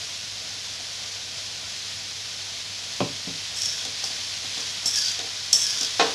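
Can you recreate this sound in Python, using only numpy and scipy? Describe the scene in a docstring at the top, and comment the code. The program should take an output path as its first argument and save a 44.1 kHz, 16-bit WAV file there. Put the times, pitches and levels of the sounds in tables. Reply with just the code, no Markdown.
"""Chopped vegetables sizzle in a thin steel pan over a gas flame, with mains hum beneath, heard close in mono.
A jar is set down on the counter; then a steel spatula lands on the pan wall, scrapes down it in strokes,
turns the food onto hot metal so that it sizzles louder, and knocks the bowl of the pan.
Metal and counter are banks of resonances driven by clicks and blows; sizzle and flame are shaped noise,
the hum is a pair of sines, and the kitchen is a tail of random taps."""
import sys
import numpy as np
from scipy import signal
from scipy.io import wavfile
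from scipy.ndimage import uniform_filter1d

SR = 44100
rng = np.random.default_rng(int(sys.argv[2]) if len(sys.argv) > 2 else 0)


def ratio(d):
    """dB to gain"""
    e = np.asarray(d, float) / 20
    return 10 ** e


def generate_wav(signal):
    """Clip the signal to [-1, 1] and save it as 16-bit WAV at the path in sys.argv[1]."""
    frames = np.transpose(np.atleast_2d(signal))
    scaled = np.clip(frames, -1, 1) * 32767
    pcm = np.round(scaled).astype(np.int16)
    wavfile.write(sys.argv[1], SR, pcm)


N = 270774

# resonances of the spatula blade under a sliding edge: (frequency [Hz], width [Hz], relative level [dB])
BLADE = [(4300, 100, -4), (4550, 90, -4), (4770, 45, 1), (4950, 90, -5), (5120, 80, -4), (5357, 55, 0),
         (5477, 50, 1), (5700, 90, -4), (5930, 70, -3), (6293, 50, 0), (6600, 90, -2)]
# resonances of the pan wall: (frequency [Hz], width [Hz], relative level [dB])
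WALL = [(1536, 40, 0.5), (1688, 40, 2.5), (1836, 50, 3), (2580, 58, -2), (3375, 240, 11), (3685, 72, 2.5)]
# resonances of the blade's thin tip, loud at first contact: (frequency [Hz], width [Hz], relative level [dB])
TIP = [(6750, 49, 9), (7440, 200, 15), (7750, 120, 7), (7970, 49, 1), (7900, 119.9, -9),
       (10060, 75.9, -9.5), (10035, 200, 0), (11129, 261.7, -12), (12900, 420, -9)]
# spectrum of the edge on rough steel: (frequency [Hz], relative density [dB per Hz])
GRIT = [(600, -49), (1500, -31), (3000, -7.5), (5500, 3), (7000, -0.5), (9000, -17), (15000, -51.5)]


def evened(x):
    """Scales to rms 1."""
    return x / np.sqrt(np.mean(x ** 2) + 1e-20)


def read(points, hz):
    """Reads a spectrum on a log-frequency axis."""
    f, value = np.transpose(points)
    return np.interp(np.log(hz + 1), np.log(f + 1), value)


def add(mix, s, sound):
    """Mixes a sound in at time s, cut at the end of the mix."""
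    part = mix[round(s * SR):][:len(sound)]
    part += sound[:len(part)]


def coloured(x, points):
    """Gives x a spectrum through a causal minimum-phase filter, at rms 1."""
    gain_db = np.maximum(read(points, abs(np.fft.fftfreq(8192, 1 / SR))), -100)
    log_gain = np.log(ratio(gain_db))
    phase = -signal.hilbert(log_gain).imag
    taps = np.fft.ifft(np.exp(log_gain + 1j * phase)).real[:4096]
    return evened(signal.oaconvolve(x, taps)[:len(x)])


def wander(size, hz):
    """Slow chance of rms 1: noise through a gentle low-pass at hz."""
    return evened(signal.lfilter(*signal.butter(1, hz, fs=SR), rng.standard_normal(size)))


def pops(size, per_s, spread_db):
    """A random train of clicks at rms 1, a few of them large."""
    sizes = ratio(spread_db * np.minimum(rng.exponential(1, size), 5))
    signs = rng.choice([-1., 1.], size)
    return evened(sizes * signs * (rng.random(size) < per_s / SR))


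def mode(x, hz, width):
    """One two-pole resonance, deaf to steady pressure."""
    r = np.exp(-np.pi * width / SR)
    return signal.lfilter([.5, 0, -.5], [1, -2 * r * np.cos(2 * np.pi * hz / SR), r * r], x)


def rung(x, modes):
    """Passes x through a set of resonances, at rms 1."""
    return evened(sum(ratio(db) * np.sqrt(width) * mode(x, hz, width) for hz, width, db in modes))


def near(hz, centre_hz, octaves):
    """Share of a mode: strongest by the centre, with a floor for the others."""
    return 0.047 + np.exp(-.5 * (np.log2(hz / centre_hz) / octaves) ** 2)


def stroke(rows):
    """Dense stick-slip clicks of the sliding edge ring blade and pan wall and add wide grit."""
    medium_db, sing = -30.5, 0.19  # the harder the press, the more the blade outsings the rest [dB per dB]
    flutter_db, flutter_hz = 3, 25  # each blade mode comes and goes as the touching spot shifts
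    s, *columns = np.transpose(rows)
    t = np.arange(s[0], s[-1], 1 / SR)
    pressure_db, centre_hz = (np.interp(t, s, c) for c in columns)

    def sliding(at_rim, at_bottom):
        return np.interp(t, s[[0, -1]], (at_rim, at_bottom))

    # levels against the blade, as the edge slides from rim to bottom
    yielding_db = sing * (pressure_db - medium_db)
    grit_db = sliding(-9.5, -3.5) - yielding_db
    wall_db = sliding(-14, -0.5) - yielding_db
    tip_db = sliding(-6.5, -37) - yielding_db

    touching = np.clip(np.minimum((t - s[0]) / .002, (s[-1] - t) / .01), 0, 1)
    slips = pops(len(t), 7000, spread_db=2.2) * ratio(2.2 * wander(len(t), 60)) * touching

    blade = np.zeros(len(t))
    for hz, width, db in BLADE:
        flutter = ratio(flutter_db * wander(len(t), flutter_hz))
        drive = slips * near(hz, centre_hz, .095) * flutter
        blade += ratio(db) * np.sqrt(width) * mode(drive, hz, width)
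    # a narrow blade radiates little below its modes
    blade = signal.lfilter(*signal.butter(3, 3800, "high", fs=SR), blade)

    spot_hz = sliding(1900, 1380)  # the low wall mode that the edge favours sinks as it slides down
    wall = np.zeros(len(t))
    for hz, width, db in WALL:
        share = near(hz, spot_hz, .06) if hz < 2000 else 1
        wall += ratio(db) * np.sqrt(width) * mode(slips * share, hz, width)

    sound = evened(blade) + ratio(wall_db) * evened(wall)
    sound += ratio(tip_db) * rung(slips, TIP) + ratio(grit_db) * coloured(slips, GRIT)
    return ratio(pressure_db) * sound


def scraping():
    """The spatula edge slides down the pan wall, stroke after stroke, under changing pressure."""
    # one curve a stroke: (time [s], pressure [dB], frequency where the bent blade sings most [Hz])
    stroke_curves = [
        [(3.55, -44, 5350), (3.57, -32.5, 5350), (3.65, -29.5, 5500), (3.74, -35.5, 5030), (3.84, -40, 5250),
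         (3.9, -63, 4950)],
        [(4.037, -33, 4900), (4.075, -32, 4570), (4.09, -42, 4800), (4.16, -49, 5000)],
        [(4.56, -46, 5100), (4.6, -39, 4950), (4.64, -45, 4980)],
        [(4.856, -19.5, 5430), (4.92, -33.5, 5300), (4.96, -24, 5160), (5.0, -25.5, 4900), (5.05, -32.5, 4750),
         (5.09, -30, 4800), (5.17, -42, 5200)],
        [(5.527, -11, 5420), (5.537, -19.5, 5430), (5.585, -25.5, 5700), (5.65, -27, 5200), (5.68, -27, 4800),
         (5.74, -29, 4900), (5.78, -30.5, 5160), (5.81, -31, 5300), (5.85, -33, 4850), (5.9, -49, 5000)],
    ]
    strokes = np.zeros(N)
    for rows in stroke_curves:
        add(strokes, rows[0][0], stroke(rows))
    return strokes


def catch(peak_db, centre_hz):
    """A few milliseconds of chatter of the edge set the blade ringing."""
    grit_db = -12 - .2 * peak_db  # against the ringing; softer catches are grittier
    t = np.arange(SR // 12) / SR
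    chatter = rng.standard_normal(len(t)) * t * np.exp(-t / 0.0014)
    ring = np.zeros(len(t))
    for hz, width, db in BLADE + WALL[-2:]:
        ring += ratio(db) * near(hz, centre_hz, 0.061) * mode(chatter, hz, 100 + width)
    sound = evened(ring) + 0.033 * rung(chatter, TIP) + ratio(grit_db) * coloured(chatter, GRIT)
    # a small edge moves little air
    sound = signal.lfilter(*signal.butter(3, 3000, "high", fs=SR), sound)
    return ratio(peak_db) * sound / abs(sound).max()


def catching():
    """The spatula edge lands on the steel or catches on it, each time with a short metallic tick."""
    # landings and catches: (time [s], peak level [dB], frequency where the blade sings most [Hz])
    catch_events = [(3.568, -24, 5400), (3.618, -13, 5430), (3.6317, -17, 5600), (3.6575, -13.5, 5470),
                    (3.702, -21, 5951), (3.8501, -19, 4200), (4.0386, -16.5, 5150), (4.5771, -21, 3868),
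                    (4.6034, -20, 5781), (4.8568, -13, 5400), (4.8902, -20, 5448), (4.9575, -11, 5600),
                    (4.9866, -14, 5640), (5.048, -18.5, 5570), (5.058, -13.5, 4757), (5.0814, -15, 4360),
                    (5.1147, -18.5, 6291), (5.19, -18, 3790), (5.5292, -1.5, 5300), (5.542, -10, 5460),
                    (5.5636, -17, 5456), (5.62, -10, 5488), (5.6663, -13.5, 5374), (5.7054, -14, 5320),
                    (5.81, -10.5, 5410), (5.8302, -11.5, 4744), (5.8464, -12, 4870)]
    ticks = np.zeros(N)
    for s, peak_db, centre_hz in catch_events:
        add(ticks, s, catch(peak_db, centre_hz))
    return ticks


def blow(modes, dense, peak_db, contact_ms, rattle_ms, spot_hz, dense_db, low_t60, high_t60):
    """A push and its dying rattle ring the modes; a longer contact is duller."""
    t = np.arange(SR // 2) / SR
    push = np.exp(-t[:400] / (contact_ms / 1000))
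    rattle = 0.2 * pops(len(t), 650, spread_db=6.0) * np.sqrt(600 / SR) * np.exp(-t / (rattle_ms / 1000))
    rattle[0] += 1  # the first hit
    ring = np.zeros(len(t))
    for hz, db, t60 in modes:
        chance = rng.choice([-1., 1.]) * rng.uniform(.6, 1.2)  # no two blows alike
        gain = chance * ratio(db) * (0.4005 + near(hz, spot_hz, 0.35))
        ring += gain * mode(rattle, hz, np.log(1000) / np.pi / t60)

    blur = coloured(rng.standard_normal(len(t)), dense)  # modes too close to tell apart
    low = signal.lfilter(*signal.butter(2, 1500, fs=SR), blur)
    blur = low * ratio(-60 * t / low_t60) + (blur - low) * ratio(-60 * t / high_t60)  # the treble dies first
    sound = signal.oaconvolve(evened(ring) + ratio(dense_db) * evened(blur), push)[:len(t)]
    return ratio(peak_db) * sound / abs(sound).max()


def bowl_blow(peak_db, spot_hz):
    """The struck steel bowl rings briefly; the contact lengthens as the blow weakens."""
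    # modes of the bowl, damped by food: (frequency [Hz], relative level [dB], t60 [s])
    bowl_modes = [(247, -10, .15), (274, -2, .15), (305, 2, .22), (440, -10, .22), (464, -6, .28),
                  (540, -10, .15), (662, -2, .15), (715, -1, .17), (773, 2, .17), (918, -11, .15),
                  (1068, -3, .17), (1288, -8, .14), (1454, -7, .16), (1538, -4, .16), (1594, -6, .16),
                  (1802, -3, .16), (2050, -11, .15), (2490, -9, .12), (2990, -8, .1), (3290, -6, .1),
                  (3762, -6, .1), (4350, -9, .08), (5000, -11, .07), (6000, -13, .05)]
    # spectrum of the bowl's many close modes: (frequency [Hz], relative density [dB per Hz])
    clatter = [(120, -28.5), (280, -7), (720, -6.5), (1200, -6), (2000, -5), (3500, -1.5), (6000, -7),
               (9000, -28), (14000, -39)]
    contact_ms = 0.014 * ratio(-.5 * peak_db)
    return blow(bowl_modes, clatter, peak_db, contact_ms, rattle_ms=17, spot_hz=spot_hz,
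                dense_db=0, low_t60=0.39, high_t60=0.1867)


def counter_blow(peak_db, contact_ms, rattle_ms, spot_hz):
    """The struck counter top thuds, its treble dying much faster than its bass."""
    # modes of the counter top: (frequency [Hz], relative level [dB], t60 [s])
    counter_modes = [(119, -26, 0.1194), (157.6, 4.5, 0.16), (204, -2.5, 0.098), (251.3, -5, 0.35),
                     (274.2, 3.5, 0.19), (347, -2, 0.082), (420.27, 3, 0.075), (480, 0, 0.1),
                     (546, 2.5, 0.045), (582, 9, 0.067), (702, 11.5, 0.04), (770, 6.5, 0.099),
                     (892, 6, 0.055), (1224, 8.5, 0.058), (2614, 16.5, 0.018), (4595, 2, .015)]
    # spectrum of the counter's close modes: (frequency [Hz], relative density [dB per Hz])
    thump = [(35, -43), (75, -7), (130, 2), (260, -1.5), (420, -1.5), (730, -3.5), (1300, -10), (1900, -22),
             (2500, 0.5), (4700, -10), (8000, -30)]
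    return blow(counter_modes, thump, peak_db, contact_ms, rattle_ms, spot_hz,
                dense_db=-1.5, low_t60=0.13, high_t60=0.0198)


def knocking():
    """The spatula knocks the bowl; each knock rocks the pan on its stand and thuds into the counter."""
    # knocks: (time [s], peak level [dB], frequency of the modes that the spot favours [Hz])
    knock_events = [(3.853, -32.5, 520), (4.037, -30.5, 810), (4.101, -35, 800), (4.443, -37, 900),
                    (4.573, -33, 480), (4.855, -36, 650), (5.187, -31, 517), (5.242, -38, 700),
                    (5.528, -33.5, 520), (5.81, -32.5, 465), (5.996, -6, 700), (6.008, -11, 806)]
    rock_lag_s = 0.00317
    knocks = np.zeros(N)
    for s, peak_db, spot_hz in knock_events:
        add(knocks, s, bowl_blow(peak_db, spot_hz))
        rock_db = -36 + 0.17 * peak_db
        add(knocks, s + rock_lag_s, counter_blow(rock_db, contact_ms=0.32, rattle_ms=9, spot_hz=180))
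    return knocks


def jar():
    """A jar set down and nudged rings the counter top."""
    # thuds: (time [s], peak level [dB], contact time [ms], frequency of the modes that the spot favours [Hz])
    thud_events = [(3.005, -10.5, 0.032, 550), (3.008, -21, 0.2, 250), (3.272, -26, 0.78, 190),
                   (3.291, -34.5, 0.3, 450)]
    thuds = np.zeros(N)
    for s, peak_db, contact_ms, spot_hz in thud_events:
        add(thuds, s, counter_blow(peak_db, contact_ms, rattle_ms=4.1, spot_hz=spot_hz))
    return thuds


def sizzle():
    """Dense bubble bursts over steam hiss, sputtering in short swells."""
    # how hard the food fries: (time [s], level [dB])
    frying = [(0.0, -33), (0.17, -34), (1.96, -33.5), (2.21, -34), (3.6, -33), (4.2, -31), (4.9, -31.5),
              (5.45, -32), (5.7, -32), (6.14, -29.5)]
    # spectrum of bursting steam bubbles: (frequency [Hz], relative density [dB per Hz])
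    bubbles = [(530, -23), (900, -14.5), (1000, -9.5), (1090, -14), (1170, -10), (1330, -14.5),
               (1690, -7.5), (2640, -3), (2870, -3.5), (3190, 0.5), (5250, 1.5), (6420, -2.5), (8330, -15),
               (10900, -19), (13500, -36), (15500, -36)]
    s, db = np.transpose(frying)
    fry = evened(1.5 * rng.standard_normal(N) + .5 * pops(N, 2500, spread_db=0.5))
    sputter_db = 0.38 * wander(N, 2.5) + 0.52 * wander(N, 65.0)
    return coloured(fry * ratio(sputter_db), bubbles) * ratio(np.interp(np.arange(N) / SR, s, db))


def flame():
    """The gas flame's low, lumpy roar: shaped noise of wandering strength."""
    # spectrum of the roar: (frequency [Hz], relative density [dB per Hz])
    roar_spectrum = [(15, -49), (25, -47), (48, -21), (72, -0.5), (97, -10.5), (143, -2.5), (295, -7.5),
                     (344, -14), (452, -4), (519, -8), (671, -2), (1100, -17), (1500, -4), (1950, -51),
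                     (3300, -120)]
    lumpy = rng.standard_normal(N) * ratio(1.3 * wander(N, 7.1))
    return coloured(lumpy, roar_spectrum) * ratio(-50.5)


def hum():
    """Mains hum: sines of fixed pitch whose levels waver quickly and clearly."""
    # partials: (frequency [Hz], rms level about which it wavers [dB])
    partials = [(99.8, -55), (50.7, -72)]
    t = np.arange(N) / SR
    tones = np.zeros(N)
    for hz, db in partials:
        tones += np.sqrt(2) * ratio(db + 3 * wander(N, 12)) * np.sin(2 * np.pi * hz * t)
    return tones


def kitchen(x):
    """Sparse taps of random sign off tiled walls, each band dying at its own speed."""
    # reverberation time of the room: (frequency [Hz], t60 [s])
    room_t60 = [(200, 0.36), (1000, 0.27), (4000, 0.26), (12000, 0.19)]
    taps = np.zeros(SR // 2)
    at = np.arange(120, SR // 2 - 20, 20)
    taps[at + rng.integers(0, 20, len(at))] = rng.choice([-1., 1.], len(at))
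    hz, t, z = signal.stft(taps, SR, nperseg=256)
    dying = ratio(-60 * t / read(room_t60, hz)[:, None])
    tail = signal.istft(z * dying, SR, nperseg=256)[1]
    return signal.fftconvolve(x, tail / np.linalg.norm(tail))[:N]


def scene():
    """Stirring, knocks and jar with their room, over the frying, the flame and the hum."""
    work = scraping() + catching() + knocking() + jar()
    # a gentle low-pass softens the highest treble of the scrapes, knocks and jar
    work = signal.lfilter(*signal.butter(3, 11000, fs=SR), work)
    mono = work + ratio(-7) * kitchen(work) + sizzle() + flame() + hum()
    return np.array([mono, mono])


def roll_off(x):
    """The treble ends steeply here."""
    return signal.sosfilt(signal.butter(12, 15390, fs=SR, output="sos"), x)


def record(dry):
    """Gain control looks a little ahead, ducks loud moments and recovers."""
    threshold_db, ducking = -15.0, 0.18  # ducking in dB per dB over the threshold
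    power_db = 10 * np.log10(abs(uniform_filter1d(dry[0] ** 2, 300)) + 1e-12)
    fall = np.arange(N) * 60. / SR  # the held level falls 60 dB a second
    held_db = np.maximum.accumulate(power_db + fall) - fall
    over_db = np.maximum(held_db - threshold_db, 0)
    return roll_off(dry / ratio(ducking * uniform_filter1d(over_db, 200)))


dry = scene()
out = record(dry)
generate_wav(out)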